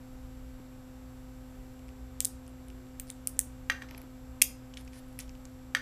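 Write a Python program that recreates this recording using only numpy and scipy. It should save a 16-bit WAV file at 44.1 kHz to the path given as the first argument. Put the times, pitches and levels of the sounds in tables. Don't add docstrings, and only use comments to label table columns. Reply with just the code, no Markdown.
import sys
import numpy as np
from scipy import signal
from scipy.fft import rfft, irfft
from scipy.io import wavfile
from scipy.ndimage import uniform_filter1d

SR = 44100
rng = np.random.default_rng(int(sys.argv[2]) if len(sys.argv) > 2 else 0)


def waveform_to_disk(signal):
    frames = np.transpose(np.atleast_2d(signal))
    scaled = np.clip(frames, -1, 1) * 32767
    samples = np.round(scaled).astype(np.int16)
    wavfile.write(sys.argv[1], SR, samples)


def ratio(d):
    e = np.asarray(d, float) / 20
    return 10 ** e


N = 256220

# [f/Hz, level/dB per Hz]
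HISS_COLOUR = [(40, -23), (80, -5.5), (125, -7), (190, -15), (330, -16), (450, -20.5), (780, -19),
               (1500, -25), (3000, -32), (6500, -36), (10000, -42), (14500, -43), (15200, -59),
               (15350, -76.5)]
# [f/Hz, level/dB per Hz]
RUMBLE_COLOURS = [
    [(10, -24.5), (25, 11.5), (47, 10.5), (55, 11), (65, -38)],
    [(45, -11), (55, 22), (68, 12.5), (80, 6.5), (100, -42)],
]
# [t/s, level/dB]
RUMBLE_EFFORT = [(0, -50.5), (1.2, -50), (1.7, -50), (2.2, -56), (3.2, -50), (4.3, -54), (4.8, -53),
                 (5.2, -51), (5.81, -56.5)]
# [multiple, level/dB rms]
BUZZ_HARMONICS = [(1, -51), (2, -62), (3, -73), (5, -76), (6, -78), (9, -83), (11, -84), (14, -85),
                  (22, -85), (27, -90), (29, -77), (30, -79), (31, -92), (37, -91), (38, -92), (41, -98),
                  (42, -89), (43, -82), (45, -81), (46, -83), (47, -85), (48, -91), (49, -95), (50, -87),
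                  (51, -85), (53, -86), (54, -85), (55, -90), (56, -101), (59, -89)]
# [t/s, shift/periods]
BUZZ_SLIPS = [
    (.6, .5),
    (3.365, .25),
    (3.47, -.25),
    (4.04, .25),
    (4.505, -.25),
    (5.76, .25),
]
# [t/s, f/Hz, level/dB]
WHINE_GLIDES = [
    [(1.55, 400, -64), (1.8, 413, -68), (2.3, 420, -66)],
    [(2.2, 350, -77), (2.5, 362.5, -66), (2.85, 369, -60.5), (2.95, 370, -90)],
    [(2.7, 398, -75), (3.0, 406, -71), (3.25, 404, -80)],
]
# [t/s, blow/dB, hardness/dB per octave]
CHIP_KNOCKS = [
    (3.6989, -12, -2.5),
    (3.7014, -16.5, 2.5),
    (3.7040, -33, 3),
    (3.715, -39, -8),
    (3.8182, -46, 2),
    (3.821, -32.5, 0.5),
    (3.8253, -44, 7),
    (5.7496, -11.5, 1.5),
    (5.7530, -26.5, 5.5),
    (5.7680, -43, 5),
]
# [f/Hz, level/dB, t60/s]
BOX_MODES = [(272, -9, 0.021), (533, -24, 0.091), (1280, -30, 0.0088), (1720, -20.5, 0.0089),
             (1840, -1.5, 0.018), (2210, -4.5, 0.01), (2400, -4, 0.0047), (2760, -10.5, 0.011),
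             (3200, -5, 0.0058), (3740, -11.5, 0.007), (4500, -11, 0.0063), (6000, -9, 0.004),
             (8100, -12.5, 0.0032), (11500, -17, 0.0026)]
# [t/s, level/dB]
BLADE_SCRAPES = [
    [(4.92, -73), (4.924, -77), (4.932, -59.5), (4.994, -60), (5.0, -72)],
    [(4.775, -45), (4.781, -58.5), (4.813, -62), (4.83, -76.5)],
    [(5.193, -53), (5.21, -53), (5.24, -66), (5.26, -75)],
]
# [f/Hz, level/dB per Hz]
GRIT_COLOUR = [(880, -44), (1500, -3), (2650, -7), (6120, -7), (7500, -14), (10000, -5.5), (15000, -32)]
# [t/s, level/dB]
GLOVE_SHUFFLE = [(3.8, -57), (3.81, -76), (3.822, -53), (3.832, -53), (3.876, -68.5), (3.918, -54.5),
                 (4.06, -66.5)]
# [f/Hz, level/dB per Hz]
GLOVE_COLOUR = [(300, -4), (600, -6.5), (1200, -7), (2500, -18), (6000, -22), (9000, -54)]
# [t/s, blade peak/dB, handle thud/dB]
JAW_CLASHES = [
    (4.4178, -15.5, -41.5),
    (4.4212, -10, -38),
    (3.3922, -42, -51),
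]
# [f/Hz, level under the clash/dB, t60/s]
SHIVER_MODES = [(4700, 0.5, 0.16), (5012, -9.5, 0.42), (5360, -1, 0.12), (5561, 0.5, 0.14),
                (5890, -8.5, 0.16), (6300, -1.5, 0.12), (6470, -8, 0.219)]
# [t/s, snap peak/dB,
# snap f/Hz, part peak/dB]
BLADE_TICKS = [(1.7931, -52, 7450, -51), (1.8836, -49, 8830, -49), (1.89, -60, 8290, -45),
               (2.4662, -49, 6700, -53), (2.4789, -39.5, 9600, -50), (2.4949, -50, 9670, -62),
               (2.684, -40, 9900, -52), (2.7019, -50, 8570, -44), (2.8681, -57, 7450, -54),
               (2.8875, -51, 7800, -64), (3.1125, -37, 10100, -66), (3.369, -44, 6700, -56),
               (3.4022, -23, 8660, -65), (3.4124, -36, 8510, -48), (3.413, -32, 9070, -54),
               (3.0979, -55, 10080, -41), (4.017, -39, 11760, -46), (4.7387, -60, 6500, -38.5),
               (4.7426, -40.5, 6670, -67), (4.8107, -43, 10920, -52), (4.8498, -44.5, 9700, -60),
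               (4.9333, -58, 6500, -45), (5.0668, -57, 9170, -66), (5.0863, -49, 10470, -68),
               (5.1286, -47.5, 10660, -62), (5.28, -57, 7540, -52), (5.294, -40.5, 6000, -45),
               (5.3525, -64, 8610, -47), (5.376, -53, 6680, -58), (5.4574, -45, 6500, -62)]
# [start t/s, length/s, snap peak/dB, snap f/Hz, part peak/dB]
CRUMBLE_RUNS = [
    (2.2064, 0.011, -35, 7500, -53),
    (3.002, 0.0077, -41, 14300, -57),
    (3.2744, 0.0079, -42, 11500, -58),
    (3.887, 0.0061, -64, 6500, -51.5),
    (3.977, 0.0046, -44, 11300, -52),
    (4.771, .004, -57, 7960, -40),
    (4.8766, .004, -54, 6500, -50.5),
    (4.973, 0.023, -48.5, 9500, -62),
    (5.19, .007, -38, 9900, -51),
    (5.2003, 0.0079, -36.5, 6200, -51.5),
]
# [t/s, snap peak/dB, snap f/Hz, part peak/dB, part
# f/Hz]
PILLAR_BREAKS = [(2.2049, -8, 8130, -27.5, 3200), (2.2051, -15.5, 12800, -40, 2470),
                 (2.2483, -8.5, 8060, -54, 3600), (2.2502, -23, 7740, -33.5, 3600),
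                 (2.2532, -7.5, 9500, -33.5, 3700), (2.9987, -19.5, 8660, -38, 2820),
                 (2.9988, -24, 13600, -45, 2000), (3.1022, -21, 8340, -35.5, 3470),
                 (3.273, -8.5, 9550, -36.5, 2530), (3.3922, -2, 9070, -29.5, 2090),
                 (3.9104, -38.5, 12300, -36.5, 2250), (3.9476, -54, 6000, -35.5, 2370),
                 (4.4169, -24, 9000, -13.5, 2400), (4.4193, -27.5, 12830, -13.5, 3100),
                 (4.4178, -3, 9880, -13, 2600), (4.4212, 2, 10900, -16, 2840), (4.4215, 1, 7400, -29, 3040),
                 (4.4248, -10, 8600, -29.5, 3260), (4.7717, -36, 6500, -33.5, 3610),
                 (5.1906, -23.5, 10620, -33, 2420), (5.4538, -34, 7190, -45, 1420)]
# [f/Hz, t60/s]
ROOM_DECAY = [(1000, 0.34), (2600, 0.26), (5000, 0.29), (9000, 0.25), (15000, 0.17)]
# [f/Hz, level/dB]
ROOM_COLOUR = [(1000, -2), (2600, -5.5), (5000, -3), (9000, -6.5), (12000, -2.5), (15000, 7), (15700, -39)]
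# [delay/ms, level/dB]
WALL_ECHOES = [(1.5, -35), (3.5, -37.5), (10, -26)]

BLADE_HZ = 5100
SNAP_RISE_MS, BLADE_RISE_MS, PART_RISE_MS = .062, .115, .25


def evened(x):
    return x / np.sqrt(np.mean(x ** 2) + 1e-20)


def read(points, hz):
    f, value = np.transpose(points)
    return np.interp(np.log(hz + 1), np.log(f + 1), value)


def add(mix, s, sound):
    part = mix[round(s * SR):][:len(sound)]
    part += sound[:len(part)]


def coloured(points, size):
    hz = np.fft.rfftfreq(size, 1 / SR)
    spectrum = rfft(rng.standard_normal(size)) * ratio(read(points, hz))
    return evened(irfft(spectrum, size))


def burst(db, hz, rise_ms, phase):
    t = np.arange(400) / SR
    u = 500 * t / rise_ms
    envelope = (u * np.exp(1 - u)) ** 2
    return ratio(db) * envelope * np.sin(2 * np.pi * (hz * t + phase))


def air():
    hiss_db = -57
    trims_db, follows = (-3, -0.5), (1.2, -.3)
    gusts_db, gusts_s = (1.5, 2), (.25, 0.18)
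    s, db = np.transpose(RUMBLE_EFFORT)
    mean_db = db.mean()
    swell_db = np.interp(np.arange(N) / SR, s, db) - mean_db
    out = ratio(hiss_db) * coloured(HISS_COLOUR, N)
    registers = zip(RUMBLE_COLOURS, trims_db, follows, gusts_db, gusts_s)
    for colour, trim_db, follow, gust_db, gust_s in registers:
        slow = uniform_filter1d(rng.standard_normal(N), round(gust_s * SR))
        gust = evened(uniform_filter1d(slow, 2000))
        level_db = mean_db + trim_db + follow * swell_db + gust_db * gust
        out += ratio(level_db) * coloured(colour, N)
    return out


def buzz():
    buzz_hz, slip_s = 256.685, 0.00047
    hum_hz, hum_db = 120.7, -57
    t = np.arange(N) / SR
    turns = buzz_hz * t
    for s, periods in BUZZ_SLIPS:
        turns += periods * np.clip((t - s) / slip_s, 0, 1)
    out = ratio(hum_db) * np.sin(2 * np.pi * hum_hz * t)
    for k, db in BUZZ_HARMONICS:
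        out += ratio(db) * np.sin(2 * np.pi * (round(k) * turns + rng.random()))
    return np.sqrt(2) * out


def whines():
    out = np.zeros(N)
    for rows in WHINE_GLIDES:
        s, hz, db = np.transpose(rows)
        t = np.arange(s[0], s[-1], 1 / SR)
        waver = evened(uniform_filter1d(rng.standard_normal(len(t)), 3000))
        turns = np.cumsum(np.interp(t, s, hz) + 6 * waver) / SR
        level = ratio(np.interp(t, s, db) + 0.7 * waver[::-1])
        add(out, s[0], level * np.sin(2 * np.pi * turns))
    return out


def knocks():
    spot_db, spot_detune, contact_s = 1.4, 0.018, .00016
    out, t = np.zeros(N), np.arange(4000) / SR
    hz, db, t60 = np.transpose(BOX_MODES)[:, :, None]
    sign = np.where(hz < 1400, -1, 1)
    contact = 1 - np.exp(-t / contact_s)
    spots = rng.standard_normal((len(CHIP_KNOCKS), 2, len(BOX_MODES), 1))
    for (s, blow_db, hard_db), luck in zip(CHIP_KNOCKS, spots):
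        start_db = blow_db + db + hard_db * np.log2(hz / 1800) + spot_db * luck[0]
        tones = np.sin(2 * np.pi * hz * (1 + spot_detune * luck[1]) * t)
        rings = sign * ratio(start_db - 60 * t / t60) * tones
        add(out, s, contact * rings.sum(0))
    return signal.lfilter(*signal.butter(2, 1250, "high", fs=SR), out)


def scrapes():
    out = np.zeros(N)
    colours = (GRIT_COLOUR, GRIT_COLOUR, GRIT_COLOUR, GLOVE_COLOUR)
    for rows, colour in zip(BLADE_SCRAPES + [GLOVE_SHUFFLE], colours):
        s, db = np.transpose(rows)
        t = np.arange(s[0], s[-1], 1 / SR)
        grain = ratio(10.0 * uniform_filter1d(rng.standard_normal(len(t)), 30))
        rasp = evened(grain * coloured(colour, len(t)))
        add(out, s[0], ratio(np.interp(t, s, db)) * rasp)
    return out


def clashes():
    thud_hz, thud_rise_ms = 600, 0.32
    shiver_db, shiver_rise_s = -36, .004
    out, t = np.zeros(N), np.arange(SR // 2) / SR
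    hz, db, t60 = np.transpose(SHIVER_MODES)[:, :, None]
    t60 = np.minimum(t60, .4)
    phases = rng.random((len(JAW_CLASHES), len(SHIVER_MODES), 1))
    for (s, steel_db, thud_db), phase in zip(JAW_CLASHES, phases):
        add(out, s, burst(steel_db, BLADE_HZ, BLADE_RISE_MS * 1.4, phase[0]))
        add(out, s, burst(thud_db, thud_hz, thud_rise_ms, 0.5))
        level = ratio(steel_db + shiver_db + db - 60 * t / t60)
        shiver = level * np.sin(2 * np.pi * (hz * t + phase))
        add(out, s, np.minimum(t / shiver_rise_s, 1) * shiver.sum(0))
    return out


def blade_db(snap_db, part_db):
    return 20 * np.log10(ratio(snap_db - 25.5) + ratio(part_db - 4.5))


def crumbs():
    count, spread_db, detune = 5, 8, .2
    rows = []
    lucks = rng.uniform(-0.69, 1, (len(CRUMBLE_RUNS), count, 4))
    for (s, length, snap_db, hz, part_db), luck in zip(CRUMBLE_RUNS, lucks):
        at = s + length * (np.arange(count) + luck[:, 0] / 4) / (count - 1)
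        snaps_db = snap_db + spread_db * luck[:, 1]
        snaps_hz = hz * (1 + detune * luck[:, 2] ** 3)
        parts_db = part_db + spread_db * luck[:, 3]
        rows += zip(at, snaps_db, snaps_hz, parts_db)
    return rows


def creak():
    start_s, gap_s, count = 3.0713, .0072, 5
    return [(start_s + k * gap_s, -47 + k * 1.2, 9500, -48, -60, 1950) for k in range(count)]


def slips():
    rebound_s, rebound_db = .0015, -10.5
    part_low_hz, part_span_hz = 1950, 1200
    rows, small = [], []
    for s, snap_db, hz, part_db, part_hz in PILLAR_BREAKS:
        rows.append((s, snap_db, hz, blade_db(snap_db, part_db), part_db, part_hz))
        small.append((s + rebound_s, -80, hz, part_db + rebound_db))
    small += BLADE_TICKS + crumbs()
    for (s, snap_db, hz, part_db), luck in zip(small, rng.random(len(small))):
        part_hz = part_low_hz + part_span_hz * luck
        rows.append((s, snap_db, hz, blade_db(snap_db, part_db), part_db, part_hz))
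    return rows + creak()


def cracks():
    spit_hz, spit_db = 13800, -16.5
    soft_rise = 0.4
    out = np.zeros(N)
    rows = slips()
    for (s, snap_db, snap_hz, steel_db, part_db, part_hz), luck in zip(rows, rng.random((len(rows), 5))):
        snap_rise_ms = SNAP_RISE_MS * (1 - soft_rise * snap_db / 50)
        steel_hz = BLADE_HZ * (0.944 + 0.11 * luck[3])
        sound = burst(snap_db, snap_hz, snap_rise_ms, luck[0])
        sound += burst(snap_db + spit_db, spit_hz, SNAP_RISE_MS, luck[4])
        sound += burst(steel_db - 0.5, steel_hz, BLADE_RISE_MS, luck[1])
        sound += burst(part_db - 1.5, part_hz, PART_RISE_MS, luck[2])
        add(out, s - .00015, sound)
    return signal.sosfilt(signal.butter(5, 1500, "high", fs=SR, output="sos"), out)


def room(x, near_db, near_t60, far_db, build_s):
    wall_s, wall_spread_s, wall_peak_db = 0.02, 0.0042, 5
    t = np.arange(SR // 2) / SR
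    taps = np.zeros(len(t))
    at = np.arange(40, len(t) - 12, 12)
    taps[at + rng.integers(0, 12, len(at))] = rng.choice([-1., 1.], len(at))
    near = taps * ratio(-60 * t / near_t60)
    wall_db = wall_peak_db * np.exp(-((t - wall_s) / wall_spread_s) ** 2)
    tail = taps * np.minimum(t / build_s, 1) * ratio(wall_db)
    hz, frame_s, z = signal.stft(tail, SR, nperseg=128)
    z = z * ratio(read(ROOM_COLOUR, hz)[:, None] - 60 * frame_s / read(ROOM_DECAY, hz)[:, None])
    far = signal.istft(z, SR, nperseg=128)[1][:len(t)]
    reply = ratio(near_db) * near / np.linalg.norm(near) + ratio(far_db) * far / np.linalg.norm(far)
    for ms, db in WALL_ECHOES:
        add(reply, ms / 1000, ratio([db]))
    return x + signal.fftconvolve(x, reply)[:N]


def scene():
    background = air() + buzz() + whines()
    far = room(knocks(), near_db=-20, near_t60=0.019, far_db=-7.5, build_s=0.0058)
    work = scrapes() + clashes() + cracks()
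    near = room(work, near_db=-16, near_t60=.006, far_db=-13.5, build_s=0.0051)
    return (background + far + near)[None]


def band_limit(x):
    return signal.sosfilt(signal.butter(12, 16390, fs=SR, output="sos"), x)


def record(dry):
    edge_hz, edge_db = 15250, -17
    levels = ratio([0, 0, edge_db, edge_db])
    edge = signal.firwin2(511, [0, edge_hz, edge_hz + 150, SR / 2], levels, fs=SR)
    heard = signal.oaconvolve(dry, edge[None], "same")
    mix = np.clip(heard, -1, 1)
    return band_limit(mix)


dry = scene()
out = record(dry)
waveform_to_disk(out)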